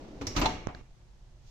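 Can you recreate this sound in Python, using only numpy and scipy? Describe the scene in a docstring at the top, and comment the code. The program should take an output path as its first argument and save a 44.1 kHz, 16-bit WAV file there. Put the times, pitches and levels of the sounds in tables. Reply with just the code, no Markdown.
"""A loaded steel tool drawer is pushed shut in a garage: it rolls, knocks, clicks past its catch and
slams home, and the tools slide against the front. Each blow is a burst of dense steel modes with one
note of its own; the chest's panels, small metal parts and the room ring on. A dull knock follows,
and fingers tap the microphone over a low handling rumble."""
import sys
import numpy as np
from scipy import signal
from scipy.fft import rfft, irfft, next_fast_len
from scipy.io import wavfile
from scipy.ndimage import map_coordinates

SR = 44100
rng = np.random.default_rng(int(sys.argv[2]) if len(sys.argv) > 2 else 0)


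def waveform_to_disk(signal):
    """Save audio, clipped to [-1, 1], as 16-bit WAV at the path in sys.argv[1]."""
    frames = np.transpose(np.atleast_2d(signal))
    scaled = np.clip(frames, -1, 1) * 32767
    samples = np.round(scaled).astype(np.int16)
    wavfile.write(sys.argv[1], SR, samples)


N = 66150
BLOW_ATTACK_S = 0.0012
LEFT_RIGHT = np.array([[.5], [-.5]])  # splits a phase or level gap between the channels

# drawer and tool blows, then a dull knock and a finger tap's tick with its room ring
# (time [s], hold [s], t60 [s], panel ring [dB], note [Hz], note level [dB], note t60 [s],
# then relative level [dB] in each band)
BLOWS = [(.2115, 0.008, 0.066, -3.5, 278, -31.5, 0.23, -32, -40, -40, -44, -45, -47.5),
         (.268, 0.0059, 0.057, -4, 100, -31.5, 0.15, -44, -43, -47, -40, -51, -66),
         (0.35, .004, 0.17, 1, 594, -33.5, 0.058, -38.5, -48, -46.5, -44, -53, -47),
         (0.3624, 0.0044, 0.12, 3, 285.5, -26.5, 0.21, -35, -38.5, -39.5, -33.5, -30.5, -31),
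         (.3725, .006, 0.11, -8, 294, -25, 0.13, -36, -34.5, -34, -36.5, -35, -37.5),
         (.385, 0.0046, 0.2, -7, 168.5, -24.5, 0.13, -33.5, -34, -36, -37.5, -50, -48),
         (.414, 0.0036, 0.061, 2.5, 361, -27, 0.096, -33, -30.5, -30.5, -36, -31.5, -34),
         (.4192, .003, 0.084, 3.5, 299, -18, 0.052, -30, -29, -34, -31, -34.5, -40.5),
         (.433, .012, 0.11, 0, 649, -33, 0.11, -47, -42, -36, -38.5, -44.5, -44),
         (0.4556, 0.0083, 0.039, 1.5, 900.5, -19.5, 0.13, -31.5, -33.5, -32.5, -31.5, -32.5, -36),
         (.682, 0.009, 0.17, 3, 729, -41.5, 0.24, -40.5, -44.5, -45.5, -50, -62, -64),
         (0.7478, 0.00064, 0.03, -7, 1650, -20, 0.01, -37, -53.5, -50.5, -50, -53, -53.5)]
# blow bands (frequency [Hz])
BANDS_HZ = [90, 300, 900, 2300, 4000, 6200]
# struck steel spectrum (frequency [Hz], density [dB])
STEEL = [(30, 7.5), (90, 5), (200, 3.5), (290, 3.5), (480, 2), (900, 0.5), (1250, 1), (1600, -4.5),
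         (2400, -3), (3200, -5.5), (4400, -7.5), (4900, -11.5), (5500, -6), (6300, -8), (7500, -16),
         (9000, -32), (13500, -28), (15500, -44)]
def blows():
    """Each blow is a rattling burst of dense modes with one note of its own, answered by the room."""
    clatter_db, burst_samples = 5.5, 12288
    out, hits, comb = np.zeros((2, N)), [], small_modes()
    t = np.arange(burst_samples) / SR
    for s, hold, t60, _, note_hz, note_db, note_t60, *band_dbs in BLOWS:
        colour = list(zip(BANDS_HZ, band_dbs))
        steel = filtered(noise(STEEL, burst_samples), lambda hz: amp(along(colour, hz)))
        rattle = amp(clatter_db + wobble(498)[:burst_samples])
        burst = steel * struck(t, hold, t60) * rattle
        start = round(s * SR)
        out[:, start:start + burst_samples] += burst + amp(note_db) * note(t, note_hz, note_t60)
        hits.append((s, colour))
    return out + amp(clatter_db) * steel_reverb(comb, hits)


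def note(t, hz, t60):
    """The short, rough note of the struck part."""
    rough_rad = 0.38 * wobble(170)[:len(t)]
    phase = 2 * np.pi * hz * t + rough_rad + phase_gap(hz) * LEFT_RIGHT
    return fade(t, attack_s=0.0041, t60=t60) * np.sin(phase)


def small_modes(spacing_hz=23.9, depth_db=4):
    """The steel's many small modes: a random comb of gain against frequency, shallower below 1 kHz."""
    knots = rng.standard_normal(4096)
    rms = np.sqrt(np.mean(amp(depth_db * knots) ** 2))
    def comb(hz):
        share = np.clip(hz / 1000, 0, 1)
        return amp(depth_db * map_coordinates(knots, [hz / spacing_hz]) * share) / rms ** share ** 2
    return comb


# chest panel modes (frequency [Hz], relative level [dB], t60 [s])
PANEL_MODES = [(283.5, -12.5, 0.18), (310, -24, 0.12), (345, -18, 0.49), (382, -20, 0.24), (562, -19, 0.55),
               (621.7, -11, 0.43), (878, -10.5, 0.54), (996.6, -4, 0.2), (1250, -11.5, 0.18),
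               (1180, -14, 0.11)]
def panels(gain_db=-4):
    """The sheet metal's strongest modes, rung anew by each blow."""
    t, out = since(0), np.zeros((2, N))
    for hz, db, t60 in PANEL_MODES:
        ring = np.exp((2j * np.pi * hz - np.log(1000) / t60) * t)
        total = np.zeros(N, complex)
        for (s, _, _, ring_db, _, _, _, *band_dbs), turn in zip(BLOWS, rng.random(len(BLOWS))):
            start = round(s * SR)
            drive = amp(db + ring_db + along(list(zip(BANDS_HZ, band_dbs)), hz))
            total[start:] += drive * np.exp(2j * np.pi * turn) * ring[:N - start]
        gap_rad = rng.choice([-1, 1]) * phase_gap(hz)
        out += (np.exp(1j * gap_rad * LEFT_RIGHT) * total).real
    return amp(gain_db) * lowpass(out)


# ring gain (time [s], level [dB])
RING_DROP = [(.805, 0), (.825, -6.5)]
def impacts():
    """The blows and the panels they ring; the tail drops abruptly."""
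    return (blows() + panels()) * level(RING_DROP)


def thud(time_s=.365, floor_hz=126, chest_hz=42.3):
    """The drawer's floor thumps and the whole chest rocks as the drawer hits its stop."""
    t = since(time_s)
    thump = amp(-29.5) * fade(t, BLOW_ATTACK_S, t60=0.14) * np.sin(2 * np.pi * floor_hz * t)
    rock = amp(-24.5) * fade(t, attack_s=0.0073, t60=0.51) * np.sin(2 * np.pi * chest_hz * t)
    return thump - rock


# slide stop, loose tool and drawer front modes (frequency [Hz], relative level [dB], t60 [s])
STOP_MODES = [(978, -37.5, 0.13), (1280, -33, 0.16), (4730, -35, 0.11), (6320, -42, 0.062)]
TOOL_MODES = [(815, -28, 0.074), (1069, -31, 0.073), (1230, -29.5, 0.081), (2690, -31, 0.14),
              (3090, -38, 0.11), (4620, -35, 0.12), (5846, -48, 0.15), (6500, -48, .12),
              (7369, -41.5, 0.11)]
FRONT_MODES = [(694, -37.5, 0.29), (738, -29, 0.31), (827, -29.5, 0.15), (1006, -34, 0.13),
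               (1208, -41, 0.24)]
def clinks(stop_s=.3638, tool_s=.4152, front_s=.4475):
    """The slide meets its stop, a loose tool hits the front, and the front clanks into its seat."""
    stop = amp(0.5) * metal_part(stop_s, STOP_MODES)
    tool = amp(-0.5) * metal_part(tool_s, TOOL_MODES)
    return stop + tool + metal_part(front_s, FRONT_MODES)


def metal_part(time_s, modes):
    """A small struck metal part: its modes ring out, a little unsteady."""
    t, out = since(time_s), np.zeros((2, N))
    for hz, db, t60 in modes:
        rough_rad = 0.32 * wobble(120)
        gap_rad = rng.choice([-1, 1]) * phase_gap(hz)
        phase = 2 * np.pi * hz * t + rough_rad + gap_rad * LEFT_RIGHT
        out += amp(db) * fade(t, attack_s=0.00066, t60=t60) * np.sin(phase)
    return out


# latch clack spectrum (frequency [Hz], density [dB])
CLACK = [(2000, -32), (3100, -16), (3550, 0), (4300, -1), (4800, -26), (7000, -49)]
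# latch modes (frequency [Hz], level [dB], t60 [s])
LATCH_MODES = [(2165, -42, 0.17), (2390, -30.5, 0.064), (3360, -46.5, 0.47), (3646, -30, 0.038),
               (4100, -27, .055), (4350, -30.5, 0.057), (5110, -49, 0.18), (5850, -45.5, 0.23),
               (6800, -52, 0.16), (7420, -42, .06)]
def latch(time_s=.4565):
    """The latch snaps home with a hard, ringing clack on the last blow of the slam."""
    clack = noise(CLACK) * struck(since(time_s), hold_s=0.0066, t60=0.046)
    return amp(-31.5) * clack + metal_part(time_s, LATCH_MODES)


# catch snap spectrum (frequency [Hz], density [dB])
SPRING = [(1000, -49), (4000, -11.5), (4600, -11.5), (5000, -3), (5250, -4), (5650, -0.5), (5950, -5.5),
          (6500, -8), (7400, -15), (9000, -32), (13500, -27.5), (16000, -40)]
# catch modes (frequency [Hz], level [dB], t60 [s])
CATCH_MODES = [(5120, -31.5, .05), (5520, -40, 0.16), (5750, -42, 0.21), (6360, -35.5, .04)]
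def catch(time_s=.2682, room_db=-11.5):
    """The slide's sprung catch snaps with a bright click and a thin ring."""
    spring = noise(SPRING)
    snap = spring * struck(since(time_s), hold_s=0.003, t60=0.041)
    room = garage(spring, [(time_s, [(1000, room_db)])])
    return amp(-30.5) * (snap + room) + metal_part(time_s, CATCH_MODES)


# roll and scrape envelopes (time [s], level [dB])
ROLL = [(0, -46.5), (.03, -47), (.19, -48.5), (.25, -44), (.34, -46), (.39, -100)]
SCRAPE = [(.385, -88), (.399, -39.5), (.412, -51), (.44, -100)]
# bearing and scrape spectra (frequency [Hz], density [dB])
BEARINGS = [(60, -5), (100, -9), (200, -5.5), (290, -2), (450, -9.5), (600, -10.5), (1300, -24.5),
            (1700, -27), (6100, -34), (9000, -50.5), (14000, -64)]
SCRAPE_COLOUR = [(9000, -38), (13000, -4.5), (15000, -7)]
def slides(flutter_db=0.95):
    """The slides roll on their bearings, then scrape thinly as they seat."""
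    rolling = noise(BEARINGS) * level(ROLL) * amp(flutter_db * wobble(69.5))
    return rolling + level(SCRAPE) * noise(SCRAPE_COLOUR)


# settling ticks (time [s], level [dB])
TICKS = [(1.014, -61), (1.134, -63)]
def settling_tools():
    """The tools tick faintly as they settle in the shut drawer."""
    colour = [(300, 0), (2300, -4), (4000, -16), (9000, -35)]  # (frequency [Hz], density [dB])
    return noise(colour) * sum(amp(db) * fade(since(s), BLOW_ATTACK_S, t60=.03) for s, db in TICKS)


# taps (time [s], push [dB], push decay [s], tick [dB], tick [Hz], tick t60 [s], left re right [dB])
TAPS = [(0.6713, -7.5, 0.00067, -20, 5850, 0.0021, -39), (0.7486, -29, 0.0014, -28.5, 4160, 0.0029, -8.5),
        (0.8119, -33.5, 0.0023, -63, 2000, .004, -33)]
def finger_taps(rise_s=0.00015, recoil_ratio=6.3):
    """Fingers tap the microphone: a pressure push, its slower recoil and a tick, mostly on the right."""
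    out = np.zeros((2, N))
    for s, push_db, decay_s, tick_db, hz, t60, left_db in TAPS:
        t = since(s)
        push = (1 - np.exp(-t / rise_s)) * np.exp(-t / decay_s)
        recoil_age = t / (decay_s * recoil_ratio / 2)
        recoil = 2.6 * recoil_age * np.exp(-recoil_age) / recoil_ratio
        tick = fade(t, rise_s, t60) * np.sin(2 * np.pi * hz * t)
        out += np.outer([amp(left_db), 1], amp(push_db) * (push - recoil) + amp(tick_db) * tick)
    return lowpass(out)


# reverb send (frequency [Hz], level [dB])
REVERB_SEND = [(80, -9), (300, -6.5), (900, -10.5), (2500, -7.5), (6000, -7.5), (12000, -5.5)]
def steel_reverb(comb, hits):
    """The steel's small modes ring on in the room."""
    steel = filtered(noise(STEEL), lambda hz: comb(hz) * amp(along(REVERB_SEND, hz)))
    return garage(steel, hits)


# room decay (frequency [Hz], t60 [s])
GARAGE_T60 = [(60, 0.65), (300, 0.72), (900, 0.6), (2500, 0.6), (6000, 0.5), (13000, 0.33)]
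def garage(steady, hits, rise_s=0.015):
    """Shapes steady noise into the room's answer to hits (time [s], colour); the treble dies first."""
    hz, t, spectra = signal.stft(steady, SR, nperseg=256)
    t60 = along(GARAGE_T60, hz)[:, None]
    power = 0
    for s, colour in hits:
        tail = amp(along(colour, hz))[:, None] * fade(np.maximum(t - s, 0), rise_s, t60)
        power += tail ** 2
    return signal.istft(spectra * np.sqrt(power), SR, nperseg=256)[1][:, :N]


# handling envelope (time [s], level [dB])
HANDLING = [(0, -71), (.2, -63), (.3, -51), (.345, -58), (.5, -43), (.72, -48.5), (.87, -59), (1.3, -59),
            (1.45, -53.5)]
# rumble spectrum (frequency [Hz], density [dB])
RUMBLE = [(20, 0), (40, 9), (70, 1.5), (110, -9), (190, -34), (400, -68)]
def handling():
    """The hand-held microphone rumbles as it moves."""
    return level(HANDLING) * noise(RUMBLE)


# noise floor and hiss spectra (frequency [Hz], density [dB])
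FLOOR = [(20, -3.5), (45, 0), (84, -15.5), (120, -6.5), (180, -21), (240, -25.5), (310, -32), (362, -20.5),
         (410, -31.5), (670, -28), (1310, -36), (3000, -39.5), (6500, -41), (9000, -52), (12500, -59),
         (15000, -76)]
HISS_COLOUR = [(500, -25), (3000, 0.5), (6500, 3.5), (9000, -19)]
# hiss envelope (time [s], level [dB])
HISS = [(1.38, -85), (1.48, -65.5), (1.5, -65)]
def background(floor_db=-54):
    """A steady low noise floor; a faint hiss rises at the end."""
    return amp(floor_db) * noise(FLOOR) + level(HISS) * noise(HISS_COLOUR)


# left-right likeness (frequency [Hz], correlation [-1..1])
CORRELATION = [(40, 0.91), (250, 0.96), (600, 0.62), (1200, 0.1), (2500, 0.043), (8000, 0.033)]
def phase_gap(hz):
    """Left-right phase angle [rad], small in the bass."""
    return np.arccos(np.clip(along(CORRELATION, hz), -1, 1))


def noise(spectrum, size=N):
    """Stereo noise of rms 1, nearly mono in the bass."""
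    def response(hz):
        angle = phase_gap(hz) / 2
        return amp(along(spectrum, hz)) * [np.cos(angle), np.sin(angle)]
    mid, side = filtered(rng.standard_normal((2, size)), response)
    stereo = np.array([mid + side, mid - side])
    return stereo / np.sqrt(np.mean(stereo ** 2) + 1e-20)


def amp(db):
    return 10 ** (np.asarray(db) / 20)


def along(points, hz):
    """Interpolates (frequency [Hz], value) points on a log axis."""
    knots_hz, values = np.transpose(points)
    return np.interp(np.log(hz + 1), np.log(knots_hz + 1), values)


def since(s):
    """Seconds since s, zero before."""
    return np.maximum(np.arange(N) / SR - s, 0)


def level(points):
    """Gain per sample from (time [s], level [dB]) points."""
    return amp(np.interp(since(0), *np.transpose(points)))


def fade(t, attack_s, t60):
    """Quick rise, exponential decay."""
    return (1 - np.exp(-t / attack_s)) * np.exp(-np.log(1000) * t / t60)


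def struck(t, hold_s, t60):
    """Quick rise, a hold while the parts chatter, exponential decay."""
    return (1 - np.exp(-t / BLOW_ATTACK_S)) * np.exp(-np.log(1000) * np.maximum(t - hold_s, 0) / t60)


def wobble(rate_hz):
    """Smooth random curve, rate_hz knots a second."""
    knots = rng.standard_normal(int(N * rate_hz / SR) + 4)
    return map_coordinates(knots, [np.arange(N) * rate_hz / SR])


def filtered(x, response):
    """Applies the gain response(hz) by padded FFT."""
    n = x.shape[-1]
    padded = next_fast_len(n + 2048)
    return irfft(rfft(x, padded) * response(np.fft.rfftfreq(padded, 1 / SR)), padded)[..., :n]


def lowpass(x, cutoff_hz=7800):
    return filtered(x, lambda hz: 1 / (1 + (hz / cutoff_hz) ** 10))


# stereo balance (frequency [Hz], left re right [dB])
BALANCE = [(60, -1), (130, 0.5), (280, 0.5), (600, 2), (1000, 2), (2200, -2.5), (4500, -4), (8000, 1),
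           (13000, 1.5)]
def scene():
    """Strikes, slides and background, balanced left to right, plus the taps."""
    bed = slides() + background() + handling()
    strikes = impacts() + thud() + clinks() + catch() + latch() + settling_tools()
    balanced = filtered(strikes + bed, lambda hz: amp(along(BALANCE, hz) * LEFT_RIGHT))
    return balanced + finger_taps()


def record(dry, top_hz=15500):
    """Brick-wall band limit."""
    return filtered(dry, lambda hz: hz < top_hz)


dry = scene()
out = record(dry)
waveform_to_disk(out)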